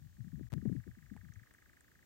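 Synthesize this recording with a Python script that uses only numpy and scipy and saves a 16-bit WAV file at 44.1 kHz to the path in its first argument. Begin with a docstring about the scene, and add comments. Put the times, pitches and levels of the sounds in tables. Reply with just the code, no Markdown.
"""A forest clearing at dusk. A nightjar churs: a train of short falling whistles that the trees
scatter back. Puffs of wind buffet the left microphone port with slowing eddies and die away.
The signal drops out once and crackles. A few small ticks and one light knock ring nearby,
over faint air, a brief stir of leaves and microphone hiss."""
import sys
import numpy as np
from scipy import signal
from scipy.fft import rfft, irfft, next_fast_len
from scipy.io import wavfile
from scipy.ndimage import uniform_filter1d, map_coordinates

SR = 44100
rng = np.random.default_rng(int(sys.argv[2]) if len(sys.argv) > 2 else 0)


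def master_out(mix):
    """Clip the mix to full scale and print it as 16-bit PCM to the path in sys.argv[1]."""
    frames = np.transpose(np.atleast_2d(mix))
    ceiling = np.clip(frames, -1, 1)
    pcm = np.round(ceiling * 32767).astype(np.int16)
    wavfile.write(sys.argv[1], SR, pcm)


N = 90404

# Pace of the churr, a quick phrase and then a slower one: t/s, notes sung so far
CHURR_PACE = [(.0005, 0), (.0975, 4), (.1296, 5), (.1704, 6), (.2833, 9), (.4702, 14), (.6544, 19),
              (.8028, 23), (1.0275, 29), (1.2142, 34), (1.3975, 39), (1.5875, 44), (1.6975, 47),
              (1.8098, 50), (1.919, 53), (2.0305, 56)]
# Dynamics of the churr, soft and then full: t/s, level/dB
CHURR_LEVEL = [(0, -67.5), (.13, -66), (.22, -62), (.42, -63.5), (.62, -59.5), (.85, -60), (1.05, -59),
               (1.4, -57.5), (1.7, -59), (2.05, -61)]
# One full note, timed around its loudest instant: t/ms, f/Hz, relative level/dB
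NOTE_SHAPE = [(-5.5, 2285, -49), (-5, 2270, -7), (-1.5, 1884, -4), (-0.5, 1775, 1.5), (1.68, 1600, -3),
              (2.5, 1297, -11), (6.5, 1150, -19.5), (8.5, 1400, -19)]


def nightjar():
    """Every note is one fast downward whistle; the train of them makes the churr."""
    full_db, shorter_per_db = -59.5, 0.07  # notes softer than full are shorter
    out = np.zeros(N)
    marks, sung = np.transpose(CHURR_PACE)
    times = np.interp(np.arange(sung[-1] + 1), sung, marks)
    ms, pitch_hz, shape_db = np.transpose(NOTE_SHAPE)
    t = np.arange(-SR // 100, SR // 75) / SR
    for s, (bend, accent, stretch) in zip(times, rng.standard_normal((len(times), 3))):
        note_db = np.interp(s, *np.transpose(CHURR_LEVEL))
        time_scale = np.exp(shorter_per_db * min(note_db - full_db, 0) + .06 * stretch)
        hz = np.interp(1000 * t, ms, pitch_hz) * (1 + 0.013 * bend)
        envelope_db = np.interp(1000 * t / time_scale, ms, shape_db, left=-np.inf, right=-np.inf)
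        rough_db = 1.5 * wobble(t - t[0], rate=500)
        level = amp(note_db + envelope_db + 0.1 * accent + rough_db)
        add(out, s + t[0], level * np.sin(2 * np.pi * np.cumsum(hz) / SR))
    return out


def clearing(bird):
    """The direct sound reaches both ports; near trunks scatter it at once, the far trees for longer."""
    lead_s = np.array([[.5], [-.5]]) * 0.13e-3  # the left port hears it first
    direct = pan(db=-1) * filtered(bird, lambda hz: np.exp(2j * np.pi * hz * lead_s))
    near_trunks = amp(-17.5) * scatter(bird, t60=.04, predelay_s=.004)
    far_trees = amp(-10) * scatter(bird, t60=.58, predelay_s=.004)
    return direct + near_trunks + far_trees


def scatter(x, t60, predelay_s):
    """Many small reflections blur into a diffuse stereo tail at about unity gain."""
    t = np.arange(SR // 2) / SR
    tail = rng.standard_normal((2, len(t))) * amp(-60 * t / t60) * (t > predelay_s)
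    return signal.fftconvolve(x[None], tail / np.linalg.norm(tail[0]), axes=1)[:, :N]


# Wind hits on the left port: t/s, level/dB, length/s, starting eddy rate/Hz
PUFF_HITS = [(0.012, -48, 0.098, 166.4), (0.057, -44, 0.036, 129.6), (.181, -43.5, 0.041, 182.6),
             (0.198, -35.5, 0.056, 126), (.238, -41.5, 0.051, 160), (0.267, -37.5, 0.034, 222),
             (0.328, -35, 0.068, 202), (0.369, -44.5, 0.068, 234), (0.394, -33.5, 0.0078, 375),
             (0.407, -26.5, 0.011, 318), (0.418, -38.5, 0.089, 145.3), (0.526, -21.5, 0.015, 129),
             (0.541, -36, 0.037, 274.4), (0.559, -27, 0.046, 142.6), (0.572, -41, 0.074, 291),
             (0.623, -35.5, 0.035, 257), (.651, -24, 0.034, 306), (.67, -23.5, 0.037, 148.7),
             (0.691, -32, 0.032, 284), (0.712, -25, 0.036, 205), (0.745, -35.5, 0.062, 270),
             (0.76, -31, 0.066, 139), (0.863, -42, 0.042, 225), (.871, -46, 0.032, 278),
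             (.886, -36.5, 0.031, 125), (0.969, -48.5, 0.054, 231), (1.02, -51.5, 0.08, 158),
             (1.111, -35.5, 0.035, 231.5), (1.149, -43.5, 0.04, 204), (1.185, -47.5, 0.083, 115.7),
             (1.231, -48.5, 0.13, 184), (1.286, -55, 0.014, 240), (1.295, -36.5, 0.028, 121),
             (1.36, -41, 0.05, 110.7), (1.412, -47.5, 0.035, 125.5)]
# Colour of the fine turbulence on hard hits: f/Hz, relative level/dB
SPRAY_EQ = [(150, -20), (400, 7), (600, -5.5), (950, -17), (1400, -36), (3000, -46), (8000, -49),
            (15000, -41)]


def puffs():
    """Each puff is a short run of uneven eddies that slow down as it dies; hard ones add a spray."""
    attack_s, fall_db = 0.0074, 22.5  # the fall is reached after one length
    end_hz, sag_s, wobble_hz = 96.7, 0.0471, 264.5
    thumps, force, t = np.zeros(N), np.zeros(N), np.arange(SR // 4) / SR
    for s, db, length, first_hz in PUFF_HITS:
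        hz = end_hz + (first_hz - end_hz) * np.exp(-t / sag_s)
        start_cycles = rng.random()
        uneven_hz = hz * np.exp(0.19 * wobble(t, wobble_hz))
        phase = 2 * np.pi * (start_cycles + np.cumsum(uneven_hz) / SR)
        rise = np.sin(np.pi / 2 * np.minimum(t / attack_s, 1)) ** 2
        level = rise * amp(db - fall_db * (t / length) ** 2 - 0.5 * wobble(t, wobble_hz))
        add(thumps, s, level * (np.sin(phase) + amp(-33) * np.sin(2 * phase)))
        add(force, s, level * (hz / (2 * end_hz)) ** 2)
    hardness = force / amp(-30)  # 1 in a hard puff
    spray = amp(-63.5) * hardness ** 1.63 * noise(SPRAY_EQ)[0]
    return thumps + spray


# Swell of the rumble under the puffs: t/s, relative level/dB
RUMBLE_SWELL = [(0, -49.5), (.14, -54.5), (.22, -51), (.42, -42.5), (.5, -51.5), (.56, -46), (.62, -42.5),
                (.68, -49), (.79, -45.5), (.84, -58.5), (.89, -39), (.95, -60.5), (1.15, -48.5),
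                (1.38, -54), (1.48, -77), (1.58, -79), (1.66, -57), (1.76, -69), (2.05, -66)]
# Colour of that rumble: f/Hz, relative level/dB
RUMBLE_EQ = [(20, -22), (45, 1.5), (70, 13.5), (120, 0), (220, -13), (330, -33), (480, -42), (800, -36),
             (1200, -53), (2000, -90)]
# Swell of the murmur on the sheltered right port: t/s, level/dB
MURMUR_SWELL = [(0, -63.5), (.24, -65), (.32, -104), (.4, -56), (.52, -70), (.65, -60), (.7, -62),
                (.75, -62), (.86, -79), (.94, -54), (1.0, -75.5), (1.5, -80), (2.05, -76)]
# Colour of that murmur: f/Hz, relative level/dB
MURMUR_EQ = [(25, -19.5), (55, 3.5), (85, 13.5), (140, -0.5), (250, -34), (600, -44)]


def wind():
    """Puffs thump on the left port over a low rumble; the right port only murmurs."""
    left = puffs() + amp(curve(RUMBLE_SWELL) - 4.5) * eddies(RUMBLE_EQ)
    right = amp(curve(MURMUR_SWELL)) * eddies(MURMUR_EQ)
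    return np.array([left, right])


def eddies(spectrum, window=900):
    """Low turbulence, levelled to an even strength."""
    turbulence = noise(spectrum)[0]
    power = uniform_filter1d(uniform_filter1d(turbulence ** 2, window), window)
    return turbulence / np.sqrt(abs(power) + 1e-9)


# Jumps of the left signal: t/s, level/dB
CRACKLE_HITS = [(0.5219, -37.5), (0.5296, -33.5), (0.5348, -39), (0.538, -28.5), (1.511, -53)]


def crackles():
    """Each crackle is a sudden step that sinks back to rest, with only a trace on the right."""
    decay_s = 0.0041
    left, t = np.zeros(N), np.arange(SR // 20) / SR
    for s, db in CRACKLE_HITS:
        add(left, s, amp(db) * np.exp(-t / decay_s))
    return np.array([left, amp(-38) * left])


# Small dry ticks: t/s, level/dB, f/Hz, t60/s, snap against ring/dB, left minus right/dB
TICK_HITS = [(1.1658, -71, 8160, 0.016, -8, -6), (1.3372, -62.5, 6000, 0.021, -13, 8),
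             (1.4616, -67.5, 1265, 0.01, -4, 3), (1.513, -64, 1360, 0.0059, 4, 3),
             (1.5385, -62, 8430, 0.0076, 0, 3), (1.54, -62.5, 1710, .012, -8, 2),
             (1.808, -60, 8300, 0.0059, 0, -2)]
# Ring of a tick: pitch ratio, relative level/dB
TICK_RING = [(1, 0.5), (1.07, -6), (1.16, -5), (1.25, -18)]
# Ring of the knock: f/Hz, relative level/dB, t60/s
KNOCK_RING = [(464, -4, 0.055), (853, 10, 0.019), (995, 3, 0.018), (1580, 2, 0.0099), (2230, 2, 0.009)]


def ticks_and_knock():
    """Dry ticks and one light knock ring close to the microphone, their top end rolled off."""
    top_hz, knock_s = 11000, 1.1652
    out = np.zeros((2, N))
    for s, db, hz, t60, snap_db, pan_db in TICK_HITS:
        modes = [(hz * ratio, mode_db, t60) for ratio, mode_db in TICK_RING]
        add(out, s, amp(db) * pan(pan_db) * ring(modes, snap_db, snap_t60=0.013, snap_hz=hz))
    add(out, knock_s, amp(-63) * ring(KNOCK_RING, snap_db=0, snap_t60=.008, snap_hz=1200))
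    return filtered(out, lambda hz: 1 / np.sqrt(1 + (hz / top_hz) ** 20))


def ring(modes, snap_db, snap_t60, snap_hz):
    """Damped modes with a brief snap of noise around snap_hz."""
    t = np.arange(SR // 10) / SR
    tone = sum(amp(db - 60 * t / t60) * np.sin(2 * np.pi * hz * t) for hz, db, t60 in modes)
    band_hz = snap_hz * 2 ** np.array([-0.2, 0.2])
    snap = signal.lfilter(*signal.butter(1, band_hz, "band", fs=SR), rng.standard_normal((2, len(t))))
    return tone + amp(snap_db - 60 * t / snap_t60) * unit(snap)


# Swell of the distant air: t/s, level/dB
AIR_SWELL = [(0, -78), (1.35, -75), (1.52, -71.5), (2.05, -70.5)]
# Colour of the air: f/Hz, relative level/dB
AIR_EQ = [(25, -8), (90, 5), (180, -2.5), (290, -2.5), (450, -11.5), (800, -17.5), (1500, -19.5),
          (3000, -24), (6000, -54)]
# Swell of the leaves: t/s, level/dB
LEAF_SWELL = [(0, -95), (.55, -92), (.68, -80.5), (.76, -78), (.85, -93), (1.05, -95), (2.05, -96)]
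# Colour of the leaves: f/Hz, relative level/dB
LEAF_EQ = [(500, -22), (900, -2), (2500, -4), (7000, -4), (11000, -6.5), (15000, -16)]


def air_and_leaves():
    """A faint bed of air in the trees; leaves stir briefly in the strongest gust."""
    air = amp(curve(AIR_SWELL)) * noise(AIR_EQ, channels=2)
    leaves = amp(curve(LEAF_SWELL)) * pan(db=2.5) * noise(LEAF_EQ, channels=2)
    return air + leaves


# Colour of the hiss, played without its first and last rows: f/Hz, relative level/dB
HISS_EQ = [(1650, -31), (2800, 0.5), (3260, 1.5), (3850, 0), (4130, 0.5), (5320, 0), (7050, 2.5),
           (10700, -7), (13000, -0.5), (15100, -1), (15700, -3)]
# Stereo balance of the hiss: f/Hz, left minus right/dB
HISS_BALANCE = [(700, -7), (2400, 3.5), (4400, 0.5), (8000, 5.5), (11000, 4), (15000, 11)]


def microphone_hiss():
    """The microphones' own steady noise, brighter on the left."""
    hiss = noise(HISS_EQ[1:-1], channels=2)
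    return amp(-74.5) * filtered(hiss, lambda hz: pan(along(HISS_BALANCE, hz)))


def amp(db):
    """Decibels to gain."""
    return 10 ** (np.asarray(db) / 20)


def unit(x):
    """Scale to rms 1."""
    return x / np.sqrt(np.mean(x ** 2) + 1e-20)


def along(points, hz):
    """Read (f/Hz, value) points at hz, on a log axis."""
    f, v = np.transpose(points)
    return np.interp(np.log(hz + 1), np.log(f + 1), v)


def curve(rows):
    """(t/s, value) points as one value per sample."""
    return np.interp(np.arange(N) / SR, *np.transpose(rows))


def wobble(t, rate):
    """A smooth random curve over the times t, rate knots a second."""
    return map_coordinates(rng.standard_normal(512), [t * rate], mode="wrap")


def pan(db):
    """Left and right gains for a level difference, left minus right."""
    return amp(np.array([[.5], [-.5]]) * db)


def filtered(x, response):
    """Shape x with a gain that depends on frequency."""
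    m = next_fast_len(N + SR // 2)
    return irfft(rfft(x, m) * response(np.fft.rfftfreq(m, 1 / SR)), m)[..., :N]


def noise(spectrum, channels=1):
    """Coloured noise of rms 1, unrelated between channels."""
    return unit(filtered(rng.standard_normal((channels, N)), lambda hz: amp(along(spectrum, hz))))


def add(out, s, sound):
    """Mix a sound in at time s."""
    i = int(round(s * SR))
    lo, hi = max(i, 0), min(i + sound.shape[-1], N)
    if hi > lo:
        out[..., lo:hi] += sound[..., lo - i:hi - i]


def scene():
    """The full mix at the two microphone ports."""
    foreground = clearing(nightjar()) + wind() + crackles() + ticks_and_knock()
    return foreground + microphone_hiss() + air_and_leaves()


def record(dry):
    """The microphone cuts the deepest bass; the signal drops out for an instant and is band-limited."""
    low_cut_hz, top_hz = 35, 15850
    t = np.arange(N) / SR
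    lean = signal.sosfilt(signal.butter(3, low_cut_hz, "high", fs=SR, output="sos"), dry)
    dropout = (t > .4885) & (t < .501)
    gate = np.maximum(uniform_filter1d(1. - dropout, size=30), amp(-28))
    return filtered(lean * gate, lambda hz: hz < top_hz)


dry = scene()
out = record(dry)
master_out(out)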